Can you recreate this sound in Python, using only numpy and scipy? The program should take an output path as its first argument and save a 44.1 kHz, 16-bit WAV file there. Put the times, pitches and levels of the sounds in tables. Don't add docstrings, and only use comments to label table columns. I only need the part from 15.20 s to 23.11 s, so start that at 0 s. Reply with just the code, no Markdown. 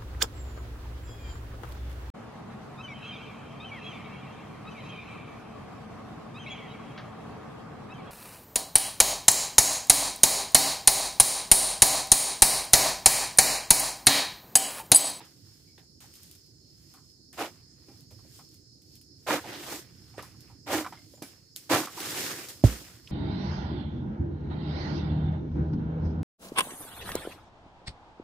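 import sys
import numpy as np
from scipy import signal
from scipy.io import wavfile

SR = 44100
rng = np.random.default_rng(int(sys.argv[2]) if len(sys.argv) > 2 else 0)


def inscribe(sig):
    pcm = np.round(np.clip(np.atleast_2d(sig).T, -1, 1) * 32767)
    wavfile.write(sys.argv[1], SR, pcm.astype(np.int16))


def invert_db(x):
    u = np.asarray(x, float) / 20
    return 10 ** u


N = 348875

# (start [s], fibre parts [s], fading to 1/e [s], sawing level [dB], pole boom level [dB])
TUGS = [(2.172, 2.227, 0.044, -32, -38.5), (4.064, 4.147, 0.0314, -25.5, -31.5),
        (4.458, 4.548, 0.0198, -42.5, -46.5), (5.461, 5.499, 0.025, -36.5, -42.5),
        (5.497, 5.55, 0.0632, -27.5, -29), (6.492, 6.552, 0.0506, -21.5, -24)]


def rms_one(x):
    return x / np.sqrt(np.mean(x ** 2) + 1e-20)


def lean(name):
    left_minus_right = {"pole": -2.5, "leaves": -1, "stems": -2.5, "ground": -4, "cicadas": -4.5, "air": -5}
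    return invert_db(left_minus_right[name] * np.array([[0.5], [-0.5]]))


def at_hz(points, hz):
    point_hz, values = np.array(points).T
    return np.interp(np.log(hz), np.log(point_hz), values)


def drift(rate_hz):
    r = np.exp(-2 * np.pi * rate_hz * 40 / SR)
    noise = rng.standard_normal(N // 40 + 2002)
    slow = signal.lfilter([1], [1, -2 * r, r * r], noise)[2000:]
    return np.interp(np.arange(N) / 40, np.arange(len(slow)), rms_one(slow))


def band(x, low_hz, high_hz, order):
    return signal.sosfilt(signal.butter(order, [low_hz, high_hz], "band", fs=SR, output="sos"), x)


def resonate(x, hz, width_hz):
    r = np.exp(-np.pi * width_hz / SR)
    zeros = np.array([1, 0, -1]) * (1 - r * r) / 2
    poles = [1, -2 * r * np.cos(2 * np.pi * hz / SR), r * r]
    return signal.lfilter(zeros, poles, x + 1e-18)


def crackle(per_s, spread_db, smooth, channels):
    shape = (channels, N)
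    sizes = invert_db(spread_db * np.minimum(rng.exponential(1, shape), 4))
    signs = rng.choice([-1, 1], shape)
    struck = rng.random(shape) < per_s / SR
    return rms_one(sizes * signs * struck) + smooth * rng.standard_normal(shape)


def coloured(source, spectrum, patchy_db, width):
    # (frequency [Hz], likeness [0 to 1])
    likeness = [(60, 1), (300, 0.863), (1400, 0.082), (3100, 0.017), (15000, 0.092)]
    bottom, top = spectrum[0][0], spectrum[-1][0]
    edges = np.geomspace(bottom, top, round(2 * np.log2(top / bottom)) + 1)
    out = 0
    for k, (low, high) in enumerate(zip(edges, edges[1:])):
        centre = np.sqrt(low * high)
        mid, side = band(source[k % 2::2], low, high, 2)
        alike = np.clip(at_hz(likeness, centre), 0, 1)
        gain = invert_db(at_hz(spectrum, centre) + patchy_db * drift(8.63))
        spread = width * np.sqrt(1 - alike) * side * [[1], [-1]]
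        out = out + gain * (np.sqrt(1 + alike) * mid + spread)
    return rms_one(out)


def dying(s, rise, t60):
    t = np.maximum(np.arange(N) / SR - s, 0)
    return (1 - np.exp(-t / rise)) * invert_db(-60 * t / t60)


def pull(s, parts, fading):
    bite_s, bite_db, give_db = 0.00734, -7.5, -4
    t = np.arange(N) / SR
    bite = 1 - np.exp(-np.maximum(t - s, 0) / bite_s)
    climb = bite * invert_db(bite_db * np.clip((parts - t) / (parts - s), 0, 1) ** 2)
    return np.where(t < parts, climb, invert_db(give_db) * np.exp(-((t - parts) / fading) ** 2))


def air():
    # (frequency [Hz], relative level [dB per Hz])
    air_spectrum = [(30, -24), (50, -4.5), (75, 1.5), (120, 6), (200, -7), (320, -1), (450, -21.5),
                    (700, -54), (1500, -28.5), (3000, -62.5), (6000, -20.5), (9000, -32.5), (16000, -35)]
    # (time [s], level [dB])
    gust_points = [(0.0, -64), (2.68, -62), (2.82, -57.5), (3.4, -63), (4.12, -61.5), (4.24, -59),
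                   (5.23, -57), (5.52, -56), (6.3, -66.5), (6.8, -64.5), (7.4, -61)]
    sound = invert_db(-58.5) * coloured(rng.standard_normal((4, N)), air_spectrum, patchy_db=2.0, width=1.247)
    rumble = signal.sosfilt(signal.butter(1, 250, fs=SR, output="sos"), sound)
    hiss = sound - rumble
    gust_db = np.interp(np.arange(N) / SR, *np.transpose(gust_points))
    return hiss + rumble * invert_db(gust_db - np.median(gust_db))


def cicadas():
    # (centre [Hz], width of each of two passes [Hz], level [dB])
    tymbals = [(4427, 468, -68.5), (5160, 566, -62), (6666, 420, -74)]
    out = 0
    for hz, width, db in tymbals:
        throb_hz = 4.4 * (1 + 0.1714 * drift(0.764))
        throb_db = 2.0 * np.sin(np.cumsum(2 * np.pi * throb_hz / SR)) + 0.67 * drift(0.24)
        buzz_hz = 170 * (1 + 0.1 * drift(6.43))
        buzz = 1 + 0.15 * np.sin(np.cumsum(2 * np.pi * buzz_hz / SR))
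        song = resonate(resonate(rng.standard_normal((2, N)) * buzz, hz, width), hz, width)
        out = out + invert_db(db + throb_db) * rms_one(song)
    return out


def shaking():
    still_db = [
        [-85.5],
        [-94.5],
    ]
    # (start [s], leaf hiss level [dB], stems and debris level [dB], t60 [s])
    jolts = [(0.0, -59.5, -51.5, 0.386), (.045, -56, -62.5, 0.41), (.577, -63, -58.5, 0.263),
             (.803, -51.5, -56.5, 0.533), (2.127, -53, -54.5, 0.56), (2.905, -58.5, -66, 0.48),
             (4.977, -55.5, -45.5, 0.394), (5.025, -53, -59, 0.44), (5.721, -64, -52, 0.392),
             (6.019, -49, -50.5, 0.537), (6.357, -49.5, -61, 0.58), (7.283, -44.5, -50.5, 0.557),
             (7.438, -35, -37.5, 0.801)]
    # (peak [s], leaf hiss level [dB], stems and debris level [dB],
    # last 6 dB up [s], first 6 dB down [s]); the sign of the last two makes no difference
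    sways = [(.4, -63, -73, 0.34, 0.13), (1.02, -56, -69, 0.1016, 0.137), (1.58, -67.5, -82, 0.1446, .07),
             (1.75, -61, -70.5, 0.1, 0.0355), (1.9, -67, -88, 0.2, -0.03), (2.64, -72, -71, 0.0864, 0.08),
             (2.76, -64.5, -73, 0.12, 0.09), (3.0, -65.5, -72, -0.03, 0.19),
             (3.17, -54.5, -70, 0.05, 0.0528), (3.32, -62, -79.5, -0.01, 0.06),
             (3.77, -61, -76, 0.0769, 0.02), (4.04, -65.5, -78, 0.05, 0.35),
             (4.3, -50, -41.5, 0.0545, 0.1553), (4.552, -40, -45, 0.1, 0.0373),
             (4.85, -65, -66.5, 0.2039, .28), (5.299, -66, -64, 0.0977, 0.0437),
             (5.96, -60.5, -77.5, 0.14, .045), (6.66, -42, -43, 0.054, 0.0028),
             (6.82, -41, -40.5, 0.0446, 0.1), (7.01, -33.5, -35, 0.1322, 0.1122),
             (7.23, -44, -46.5, 0.061, 0.0591), (7.9, -62, -61.5, -0.03, 3.4)]
    hiss_below_boom_db, stems_below_saw_db = -3.5, -9.5
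    settle_db, settle_t60_s = -7.5, 0.499
    t = np.arange(N) / SR
    moves = []
    for s, parts, fading, saw_db, boom_db in TUGS:
        shape = pull(s, parts, fading) + invert_db(settle_db) * dying(parts, fading, settle_t60_s)
        moves.append((shape, boom_db + hiss_below_boom_db, saw_db + stems_below_saw_db))
    for s, hiss_db, stems_db, t60 in jolts:
        moves.append((dying(s, 0.00182, t60), hiss_db, stems_db))
    for peak, hiss_db, stems_db, up, down in sways:
        away = np.abs((t - peak) / np.where(t < peak, up, down))
        moves.append((invert_db(-6 * away ** 1.412), hiss_db, stems_db))
    power = sum((shape * invert_db([[hiss_db], [stems_db]])) ** 2 for shape, hiss_db, stems_db in moves)
    return np.sqrt(invert_db(still_db) ** 2 + power)


def foliage():
    # (frequency [Hz], relative level [dB per Hz])
    leaf_spectrum = [(1500, -9), (2500, -4), (3600, 2.5), (8000, 5), (10000, -0.5), (12500, 2.5),
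                     (16500, -2.5)]
    # (frequency [Hz], relative level [dB per Hz])
    stem_spectrum = [(71, -32), (120, -1.5), (210, -9.5), (336, 2.5), (438, -5), (1080, -8.5), (1460, -3),
                     (5000, -13.5), (6500, -67.5), (11000, -120)]
    hiss, patter = shaking()
    clumps = invert_db(1.0 * drift(20))
    leaf_grains = crackle(3000, 2.55, 1.0, channels=4) * clumps
    stem_grains = crackle(650, 4.0, 0.7, channels=4) * clumps
    leaves = coloured(leaf_grains, leaf_spectrum, patchy_db=0.23, width=1.0)
    stems = coloured(stem_grains, stem_spectrum, patchy_db=2.0, width=0.7)
    return hiss * leaves * lean("leaves") + patter * stems * lean("stems")


def squeaks():
    # (start [s], centre [Hz], width of each of two passes [Hz], level [dB], t60 [s])
    rings = [(.47, 2260, 120, -63.5, 0.213), (4.965, 8600, 100, -48, 0.072),
             (5.025, 10050, 60, -57.5, 0.326), (5.77, 2130, 60.1, -48.5, 0.127),
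             (5.95, 7170, 150, -50.5, 0.123), (6.025, 10300, 60, -48, 0.172), (6.03, 2300, 80, -49, 0.126),
             (7.872, 2970, 1530, -42.5, 0.044)]
    noise = rng.standard_normal(N)
    out = 0
    for s, hz, width, db, t60 in rings:
        tone = rms_one(resonate(resonate(noise, hz, width), hz, width))
        out = out + invert_db(db) * dying(s, 0.0553 * t60, t60) * tone
    return out


def snaps():
    # (start [s], level before a common trim [dB])
    fibres = [(0.8051, -35.5), (0.939, -31.5), (0.9547, -33.5), (1.0324, -32), (1.113, -30),
              (1.1522, -37.5), (1.262, -43.5), (1.7386, -36), (2.1295, -34), (2.8073, -38.5), (2.9107, -45),
              (3.289, -43), (3.3428, -39), (3.62, -41.5), (3.7551, -34), (3.8137, -36.5), (5.025, -28),
              (5.2065, -34), (6.025, -23), (6.3621, -16.5), (6.8044, -18), (7.2865, -22.5)]
    push = 0
    for s, db in fibres:
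        tick = dying(s, 0.0001, 0.00228)
        splintering = invert_db(-20.5) * dying(s, 0.00077, 0.138)
        push = push + invert_db(db - 2.5) * (tick + splintering)
    noise = rng.standard_normal(N) + 1.03 * rng.standard_normal((2, N))
    return rms_one(band(noise, 3200, 15500, 2)) * push


def pole(x):
    # (frequency [Hz], width [Hz], level [dB])
    pole_modes = [(544, 60, 1), (697.6, 94, 8.5), (801.4, 26.7, 13), (980, 36.8, 11), (1214.6, 64, 1.5),
                  (1602, 52, -1), (1924, 13, 2.5), (2440, 48, 4), (2855, 41, -22), (3115, 110, -16.5)]
    return sum((-1) ** k * invert_db(db) * resonate(x, hz, width) for k, (hz, width, db) in enumerate(pole_modes))


def click_and_knocks():
    # (start [s], level [dB], t60 [s], centre [Hz])
    hits = [(.004, -41.5, 0.096, 808), (.06, -55.5, 0.079, 1300), (.578, -53.5, 0.117, 696),
            (.63, -62, 0.075, 700), (0.84, -51, 0.085, 747), (1.74, -50, 0.151, 1057),
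            (1.77, -57.5, 0.236, 1090), (2.684, -45.5, 0.293, 314), (2.911, -49.5, 0.143, 473),
            (2.99, -56, 0.122, 1000), (3.048, -53, 0.074, 543), (3.191, -44.5, 0.123, 963),
            (4.179, -24.5, 0.055, 980), (4.19, -31, .05, 1500), (4.241, -35.5, 0.31, 672),
            (4.524, -35, 0.075, 710), (4.938, -52, 0.196, 785), (4.98, -32, 0.105, 450.4),
            (4.992, -35, 0.084, 1200), (5.029, -41.5, 0.157, 970), (5.142, -54.5, 0.085, 960),
            (5.299, -48, 0.137, 870), (5.645, -29, 0.098, 1220), (5.663, -26.5, 0.073, 980),
            (5.724, -30, 0.0562, 932), (5.937, -51, 0.117, 517), (5.973, -47.5, 0.113, 493),
            (6.021, -29.5, 0.1, 265.3), (6.632, -26, 0.0596, 1003), (6.672, -31, 0.108, 1095),
            (6.775, -34.5, 0.16, 920), (7.901, -43, 0.15, 418)]
    scuff = crackle(4000, 2.5, 0.8, channels=1)[0]
    metal = rms_one(pole(scuff))
    tick = rms_one(band(scuff, 220, 2100, 1))
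    out = 0
    for s, db, t60, hz in hits:
        wood = rms_one(resonate(resonate(scuff, hz, 0.294 * hz), hz, 0.863 * hz))
        out = out + invert_db(db) * dying(s, 0.00055, t60) * (0.414 * wood + 0.183 * metal + 0.1583 * tick)
    return out


def thud():
    # (frequency [Hz], level [dB], t60 [s], onset lag [s])
    soil_modes = [(59.9, -15.5, 0.253, 0.0039), (109, -1, 0.0678, 0.00617), (253.7, 2.5, 0.0178, 0.001075),
                  (593.4, -6, 0.0175, 0.001406)]
    thud_s = 7.4378
    t = np.arange(N) / SR - thud_s
    out = 0
    for hz, db, t60, lag in soil_modes:
        out = out - invert_db(db) * dying(thud_s + lag, 0.001215, t60) * np.sin(2 * np.pi * hz * (t - lag))
    rumble = rms_one(band(rng.standard_normal(N), 55, 400, 2))
    return out + invert_db(-31.0) * dying(thud_s, 0.0058, 0.407) * rumble


def splinters(clicks, low_hz, high_hz, cycles, tilt_db):
    dealt = rng.integers(0, 16, clicks.shape)
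    out = 0
    for k, hz in enumerate(np.geomspace(low_hz, high_hz, num=16)):
        ringing = rms_one(resonate(clicks * (dealt == k), hz, 2.34 * hz / cycles))
        out = out + invert_db(tilt_db * np.log2(hz / low_hz)) * ringing
    return rms_one(out)


def sawing():
    boom_hz, boom_width_hz = 304.76, 25.9
    boom_lag_s = 0.008
    saw, swell = 0, 0
    for s, parts, fading, saw_db, boom_db in TUGS:
        saw = saw + invert_db(saw_db) * pull(s, parts, fading)
        swell = swell + invert_db(boom_db) * pull(s + boom_lag_s, parts + boom_lag_s, fading)
    mid, side, low = crackle(3500, 4.17, 0.36, channels=3)
    wood = splinters(mid, 496, 3228, cycles=7.48, tilt_db=-4.0) + 0.533 * rms_one(pole(mid))
    wide = splinters(side, 900, 4500, cycles=9.0, tilt_db=1.0)
    column = rms_one(resonate(resonate(low, boom_hz, boom_width_hz), boom_hz, 10.0 * boom_width_hz))
    trunk = rms_one(resonate(resonate(low, 124, 40), 110, 60))
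    return saw * rms_one(wood + 0.367 * wide * [[1], [-1]]) + swell * (column + 0.13 * trunk)


def scene():
    background = air() * lean("air") + cicadas() * lean("cicadas")
    pole_side = (squeaks() + click_and_knocks() + sawing()) * lean("pole")
    return background + foliage() + snaps() * lean("leaves") + thud() * lean("ground") + pole_side


def band_limit(x):
    return signal.sosfilt(signal.butter(12, 16510, fs=SR, output="sos"), x)


def record(dry):
    wet = signal.sosfilt(signal.butter(3, 51.4, "high", fs=SR, output="sos"), dry)
    wet = signal.sosfilt(signal.cheby2(12, 60, 16222.5, fs=SR, output="sos"), wet)
    return band_limit(wet)


dry = scene()
out = record(dry)
inscribe(out)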